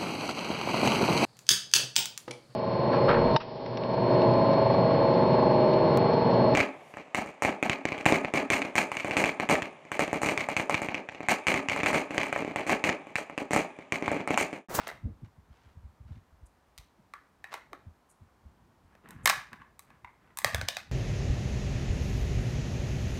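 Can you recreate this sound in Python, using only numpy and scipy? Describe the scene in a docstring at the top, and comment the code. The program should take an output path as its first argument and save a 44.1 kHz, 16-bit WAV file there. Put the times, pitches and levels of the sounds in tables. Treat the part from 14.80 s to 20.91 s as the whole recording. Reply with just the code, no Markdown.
"""Two hands set a foil-sealed plastic cup on a table with a scrape, light knocks and soft thumps.
From about 2 s they grip the cup, a thin egg half, and its shell buckles in a few small snaps.
After 4 s fingers rub the plastic and peel the ticking seal back: sharp snaps cluster at 4.5 s,
and again from 5.6 s as the seal comes off, with more bumps on the table.
Throughout, a small hard room answers each snap above a faint steady hum of air."""
import sys
import numpy as np
from scipy import signal
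from scipy.fft import rfft, irfft, next_fast_len
from scipy.io import wavfile
from scipy.ndimage import uniform_filter1d, map_coordinates

SR = 44100
rng = np.random.default_rng(int(sys.argv[2]) if len(sys.argv) > 2 else 0)


def master(y):
    """Save y as 16-bit WAV."""
    cut = np.clip(np.atleast_2d(y).T, -1, 1)
    pcm = np.round(cut * 32767)  # scale
    wavfile.write(sys.argv[1], SR, pcm.astype(np.int16))


N = 269615

SEALED_WALL_HZ, OPEN_WALL_HZ = 820, 643  # the seal stiffens the wall until it comes off
# finger strokes on the shell: start_s, length_s, level_db
FINGER_STROKES = [(4.08, 0.12, -69), (4.233, 0.041, -57), (4.25, .11, -56), (4.314, 0.24, -61.5),
                  (4.712, 0.043, -53.5), (4.79, 0.043, -58.5), (5.045, 0.15, -66.5), (5.378, 0.18, -67.5)]


def amp(db):
    """Decibels to gain."""
    return 10 ** (np.asarray(db) / 20)


def unit(x):
    """Scale to an rms of 1."""
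    return x / np.sqrt(np.mean(x ** 2) + 1e-20)


def along(points, hz):
    """Read a curve of (freq_hz, value) points on a log axis."""
    knots_hz, values = np.transpose(points)
    return np.interp(np.log(hz + 1), np.log(knots_hz), values)


def bell(f, hz, octaves):
    """A smooth hump on the log-frequency axis."""
    return np.exp(-(np.log2((f + 1) / hz) / octaves) ** 2 / 2)


def wobble(rate_hz, size):
    """A smooth random curve with rate_hz knots a second."""
    knots = rng.standard_normal(int(size * rate_hz / SR) + 4)
    return map_coordinates(knots, [np.arange(size) * rate_hz / SR])


def add(track, start_s, sound):
    """Mix a sound into the track."""
    start = round(start_s * SR)
    part = sound[max(-start, 0):N - start]
    track[max(start, 0):][:len(part)] += part


def filtered(x, response):
    """Equalise x with a gain curve over frequency."""
    size = next_fast_len(2 * len(x))
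    return irfft(rfft(x, size) * response(np.fft.rfftfreq(size, 1 / SR)), size)[:len(x)]


def noise(spectrum):
    """Steady noise of a given colour, rms 1."""
    return unit(filtered(rng.standard_normal(N), lambda hz: amp(along(spectrum, hz))))


def impulse(gain):
    """The minimum-phase impulse response with this spectral shape."""
    cepstrum = irfft(np.log(gain / gain.max() + 1e-4))
    half = len(cepstrum) // 2
    cepstrum[1:half] *= 2
    cepstrum[half + 1:] = 0
    return irfft(np.exp(rfft(cepstrum)))


def air(level_db=-69):
    """Steady room tone, with its level set by the part above the bass."""
    # colour of the air: freq_hz, density_db
    colour = [(20, -22.5), (60, 3), (110, -6.5), (200, -7), (330, -7), (480, -10), (660, -8.5), (960, -7.5),
              (1400, -13), (2700, -23), (8000, -31), (11000, -34), (15000, -34.5), (16000, -40)]
    hum = noise(colour)
    above_bass = signal.butter(3, [300, 16000], "band", fs=SR, output="sos")
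    return amp(level_db) * hum / np.std(signal.sosfilt(above_bass, hum))


def grip(trim_db=-1, lump_db=2):
    """The grip rumbles through the table as the hands shift their weight in uneven lumps."""
    # pressure of the grip: time_s, level_db
    pressure = [(0.0, -61.5), (0.27, -56.5), (0.43, -73), (0.65, -71.5), (1.26, -70), (1.33, -74),
                (1.7, -80), (2.72, -72), (2.86, -68.5), (3.37, -87), (3.64, -66), (3.79, -65), (4.27, -69),
                (4.42, -52), (4.85, -69), (5.46, -70), (5.82, -67), (6.11, -56.5)]
    # colour of the table's rumble: freq_hz, density_db
    colour = [(20, -33.5), (35, -15.5), (55, 3), (80, -3), (150, -3.5), (220, -4.5), (320, -14.5),
              (500, -23), (900, -66.5)]
    level_db = np.interp(np.arange(N) / SR, *np.transpose(pressure))
    return amp(level_db + trim_db) * unit(noise(colour) * amp(lump_db * wobble(20, N)))


def friction(strokes, hz, octaves, catch_db=3.5, catch_hz=400):
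    """Sliding surfaces catch and let go hundreds of times a second: a grainy hiss."""
    track = np.zeros(N)
    for start_s, length_s, db in strokes:
        size = int(length_s * SR)
        grains = rng.standard_normal(size) * amp(catch_db * wobble(catch_hz, size))
        hiss = filtered(grains, lambda f: bell(f, hz, octaves) / np.sqrt(1 + f / hz))
        add(track, start_s, amp(db) * unit(hiss) * signal.windows.tukey(size, .6))
    return track


def scrapes():
    """Shell and arms drag over the table with a broad rasp."""
    # drags: start_s, length_s, level_db
    drags = [(-.03, .11, -49), (.061, 0.048, -40), (.44, 0.033, -64.5), (.66, .32, -69), (1.25, 0.16, -68),
             (2.704, 0.071, -47.5)]
    return friction(drags, hz=1170, octaves=1.44)


def room(build_s=0.0034, clump_db=2, clump_hz=350):
    """A tail of unit energy: echoes build up in clumps, then each frequency dies at its own speed."""
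    # decay of the room: freq_hz, t60_s
    decay = [(300, 0.34), (900, 0.31), (2000, 0.38), (5500, 0.33), (14000, 0.24)]
    # colour of the echoes: freq_hz, gain_db
    colour = [(100, -19), (400, 0), (1000, 2.5), (2000, 1.5), (4000, -2), (8000, -3), (15000, -1)]
    hz, t, spectrum = signal.stft(rng.standard_normal(SR * 3 // 5), SR, nperseg=256)
    fade = amp(along(colour, hz)[:, None] - 60 * t / along(decay, hz)[:, None])
    tail = signal.istft(spectrum * fade, SR, nperseg=256)[1]
    tail *= 1 - np.exp(-(np.arange(len(tail)) / SR / build_s) ** 2)
    tail *= amp(clump_db * wobble(clump_hz, len(tail)))
    return tail / np.linalg.norm(tail)


def cup_resonance(f, ripple_db=3.5, ripple_hz=200, blend_hz=7000):
    """The cup's gain over frequency; the fingers shift its many small modes for every snap."""
    # resonances (+) and nulls (-) of the cup: centre_hz, width_hz, gain_db
    modes = [(830, 130, 3), (1140, 130, 5.5), (1450, 250, -3.5), (1720, 100, 4.5), (2070, 220, 4),
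             (2430, 240, 3), (2830, 160, -2.5), (3850, 350, 5), (6300, 1000, 3.5), (8300, 1200, 3),
             (10500, 1000, -4), (13900, 3000, 3)]
    modes_db = sum(db / (1 + (2 * (f - hz) / width) ** 2) for hz, width, db in modes)
    ripple = map_coordinates(rng.standard_normal(len(f)), [f / ripple_hz])
    depth_db = ripple_db / (1 + (f / blend_hz) ** 2)  # in the treble the modes overlap and blend
    return amp(modes_db + depth_db * ripple)


def shell(levels_db, wall_hz, ring_hz, wall_octaves=0.51, ring_width_hz=140):
    """The shell's answer to one slip: wall knock, a ring that the grip tunes, crack and sizzle."""
    # ring, crack and sizzle bands of shell and seal: centre_hz, width_octaves
    upper_bands = [(1520, 0.59), (3800, 0.62), (9300, 0.52)]
    f = np.fft.rfftfreq(2048, 1 / SR)
    cup = cup_resonance(f)
    wall = unit(cup * bell(f, wall_hz, wall_octaves))
    ring, crack, sizzle = [unit(cup * bell(f, hz, octaves)) for hz, octaves in upper_bands]
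    tuned_mode = unit(ring / np.hypot(1, 2 * (f - ring_hz) / ring_width_hz))
    ring = unit(np.hypot(ring, tuned_mode))
    power = sum((amp(db) * shape) ** 2 for db, shape in zip(levels_db, [wall, ring, crack, sizzle]))
    answer = impulse(np.sqrt(power))
    energy = np.sum(amp(levels_db) ** 2) * .005 * SR  # as if each level were held for 5 ms
    return answer * np.sqrt(energy) / np.linalg.norm(answer)


def crease(buckle_s=0.0018, rise_s=0.0002, settle_db=-20, settle_t60_s=0.049, even_hz=1600, uneven_db=3):
    """A crease runs through the wall in a rush of tiny, uneven slips that cover all frequencies."""
    t = np.arange(SR // 25) / SR
    progress = t / (buckle_s * np.exp(rng.normal(0, 0.072)))
    settling = amp(settle_db - 60 * t / settle_t60_s)
    force = (np.exp(-progress ** 4) + settling) * (1 - np.exp(-t / rise_s))
    slips = force * rng.standard_normal(len(t)) * amp(uneven_db * wobble(3000, len(t)))
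    power = uniform_filter1d(np.abs(rfft(slips)) ** 2, round(even_hz * t[-1]))
    slips = signal.fftconvolve(slips, impulse(np.abs(power) ** -.5))[:len(t)]  # flatten the colour
    return slips / np.linalg.norm(slips)


def plastic_hit(levels_db, wall_hz, ring_hz, room_db):
    """A burst of slips sounds the shell directly, then the room gives back the shell's colour."""
    answer = shell(levels_db, wall_hz, ring_hz)
    direct = signal.fftconvolve(answer, crease())
    sound = amp(room_db) * signal.fftconvolve(answer, room())
    sound[:len(direct)] += direct * np.linalg.norm(answer) / np.linalg.norm(direct)
    return sound


def knocks():
    """The shell meets the table: hollow knocks, mostly wall and ring."""
    # contacts: start_s, level_db, ring_hz
    contacts = [(.072, -40, 1360), (0.0887, -39.5, 2040), (.1008, -44.5, 1980), (.114, -47, 2070),
                (2.7287, -44, 1310), (2.7422, -38.5, 1120), (2.9311, -41.5, 1380), (4.1518, -59, 1290)]
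    # balance of a knock: wall_db, ring_db, crack_db, sizzle_db
    balance = [-1, 0, -12.5, -19]
    track = np.zeros(N)
    for start_s, db, ring_hz in contacts:
        knock = plastic_hit(db + np.array(balance), wall_hz=695, ring_hz=ring_hz, room_db=-9.5)
        add(track, start_s, knock)
    return track


def ticks():
    """The foil seal flexes or lets go, sounding the cup in thin, bright ticks."""
    # flexes: start_s, level_db
    flexes = [(0.0786, -45), (4.2885, -58), (4.3069, -52), (4.4567, -23.5), (4.993, -48.5), (5.5724, -38.5),
              (5.587, -34)]
    balance_db = np.array([-21.5, -3.5, -6.5, 0.5])  # wall, ring, crack, sizzle
    track = np.zeros(N)
    for start_s, db in flexes:
        add(track, start_s, plastic_hit(db + balance_db, SEALED_WALL_HZ, ring_hz=953.7, room_db=-9))
    return track


def bumps(rise_s=0.0074, t60_s=0.1, sag=.22, pat_db=-16, pat_ratio=1.714, press_db=-9, press_s=0.0047):
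    """Low thumps, as when a soft hand loads the table top and it swings a few cycles under a dull pat."""
    # soft thumps on the table, plus the low body of a knock and of the loudest snap:
    # crest_s, level_db, pitch_hz
    thumps = [(.257, -24, 91.7), (.275, -37, 260), (.327, -39, 84.4), (.437, -34.5, 128.4),
              (.59, -45.5, 86.4), (0.713, -43.5, 83), (.871, -45, 86), (0.979, -39, 81), (1.057, -36, 74),
              (1.215, -41, 77.6), (1.265, -41, 80.4), (1.318, -33.5, 94.3), (1.378, -41, 110.5),
              (1.536, -48, 70), (1.635, -41.5, 70), (1.999, -44.5, 60.4), (2.2, -54, 167),
              (2.936, -46.5, 338.5), (3.077, -38, 92.7), (3.424, -45.5, 109.7), (3.668, -42.5, 77.6),
              (4.053, -54, 92), (4.364, -42.5, 125.4), (4.447, -44.5, 90), (4.465, -41.5, 377),
              (4.582, -49, 145.3), (5.245, -50.5, 97.6), (5.663, -34.5, 125.5), (5.755, -25.5, 82.6),
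              (5.792, -30.5, 86.4), (5.836, -31.5, 107), (6.1, -44.5, 85.2)]
    settles = [(s + 0.041, db - 15.5, hz) for s, db, hz in thumps]  # a second, softer touch
    track = np.zeros(N)
    lead_s = .04
    t = np.arange(SR // 4) / SR - lead_s
    swell = np.where(t < 0, np.exp(-(t / rise_s) ** 2 / 2), amp(-60 * t / t60_s))
    touch = np.exp(-((t + .005) / 0.02) ** 2)
    press = t / press_s * np.exp(-(t / press_s) ** 2 / 2)  # one slow give and return of the whole top
    for crest_s, db, hz in thumps + settles:
        pitch_hz = hz * (1 - sag * np.tanh(t / 0.0055))  # the swing slows as the weight settles
        phase = 2 * np.pi * (np.cumsum(pitch_hz) / SR + rng.random())
        swing = np.sin(phase + 0.64 * wobble(71.3, len(t)))
        pat = unit(filtered(rng.standard_normal(len(t)), lambda f: bell(f, pat_ratio * hz, 0.48)))
        thud = swell * swing + amp(pat_db) * touch * pat + amp(press_db) * press
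        add(track, crest_s - lead_s, amp(db) * thud)
    return track


def brushes():
    """Fingertips graze the foil in short, high whispers."""
    # grazes: start_s, length_s, level_db
    grazes = [(1.654, .023, -66.5), (3.285, 0.052, -65), (4.43, .028, -60)]
    return friction(grazes, hz=8600, octaves=0.32)


def snaps(open_s=5.6, slack_s=5.8, wall_per_bite=.25):
    """The shell buckles; its wall knocks lower and louder once open, and a slack seal sizzles less."""
    # buckles, where bite is the crack's level over the ring: start_s, level_db, bite_db, ring_hz
    buckles = [(1.978, -58, 8.5, 2220), (1.984, -58.5, 7.5, 2200), (2.337, -39.5, -16, 1440),
               (2.6418, -38.5, -14.5, 1830), (2.7396, -39, -6, 1370), (4.4588, -19.5, -4.5, 2170),
               (4.4742, -23, -2.5, 963), (4.4775, -24, -8, 1700), (4.492, -31.5, 0, 1090),
               (4.497, -20, -4.5, 1118), (4.5007, -23.5, -8, 1664), (4.7308, -42, -13.5, 1736),
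               (4.8181, -48, -28, 1050), (5.1033, -54.5, -19, 1110), (5.246, -41.5, -26, 966),
               (5.6172, -45.5, -7, 2010), (5.6454, -20.5, -4, 1830), (5.7459, -27.5, -4, 1520),
               (5.8131, -32.5, -3.5, 1530), (5.8829, -46, 1, 1650), (5.8858, -34.5, 9.5, 1750),
               (5.9682, -35, 2, 1490)]
    track = np.zeros(N)
    for start_s, db, bite_db, ring_hz in buckles:
        wall_hz, wall_db = (SEALED_WALL_HZ, -8) if start_s < open_s else (OPEN_WALL_HZ, -5.5)
        kick_db = wall_per_bite * bite_db  # a sharper snap kicks the wall harder
        sizzle_db = -4.5 if start_s < slack_s else -11
        balance_db = np.array([wall_db + kick_db, 0, bite_db, bite_db + sizzle_db])
        add(track, start_s, plastic_hit(db + balance_db, wall_hz, ring_hz, room_db=-8))
    return track


def rubs():
    """Skin slides over the shell with a soft midrange rasp."""
    return friction(FINGER_STROKES, hz=1350, octaves=0.7)


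def shudder():
    """The rubbing fingers also shake the table."""
    return friction(FINGER_STROKES, hz=170, octaves=0.96)


def scene():
    """Soft handling with its room echo and crisp plastic hits, over grip rumble and air, in mono."""
    sliding = scrapes() + rubs() + brushes()
    handling = amp(-1.5) * sliding + amp(-1) * shudder() + amp(-1.5) * bumps()
    echo = amp(-10) * signal.fftconvolve(handling, room())[:N]
    hits = snaps() + ticks() + knocks()
    return (hits + handling + echo + grip() + air())[None]


def record(dry, low_cut_hz=30, top_hz=15800):
    """Roll off the deepest bass and cut the highest treble steeply."""
    def response(hz):
        low_cut = hz ** 3 / np.hypot(hz ** 3, low_cut_hz ** 3)
        return low_cut / np.sqrt(1 + (hz / top_hz) ** 120)
    return np.array([filtered(channel, response) for channel in dry])


dry = scene()
out = record(dry)
master(out)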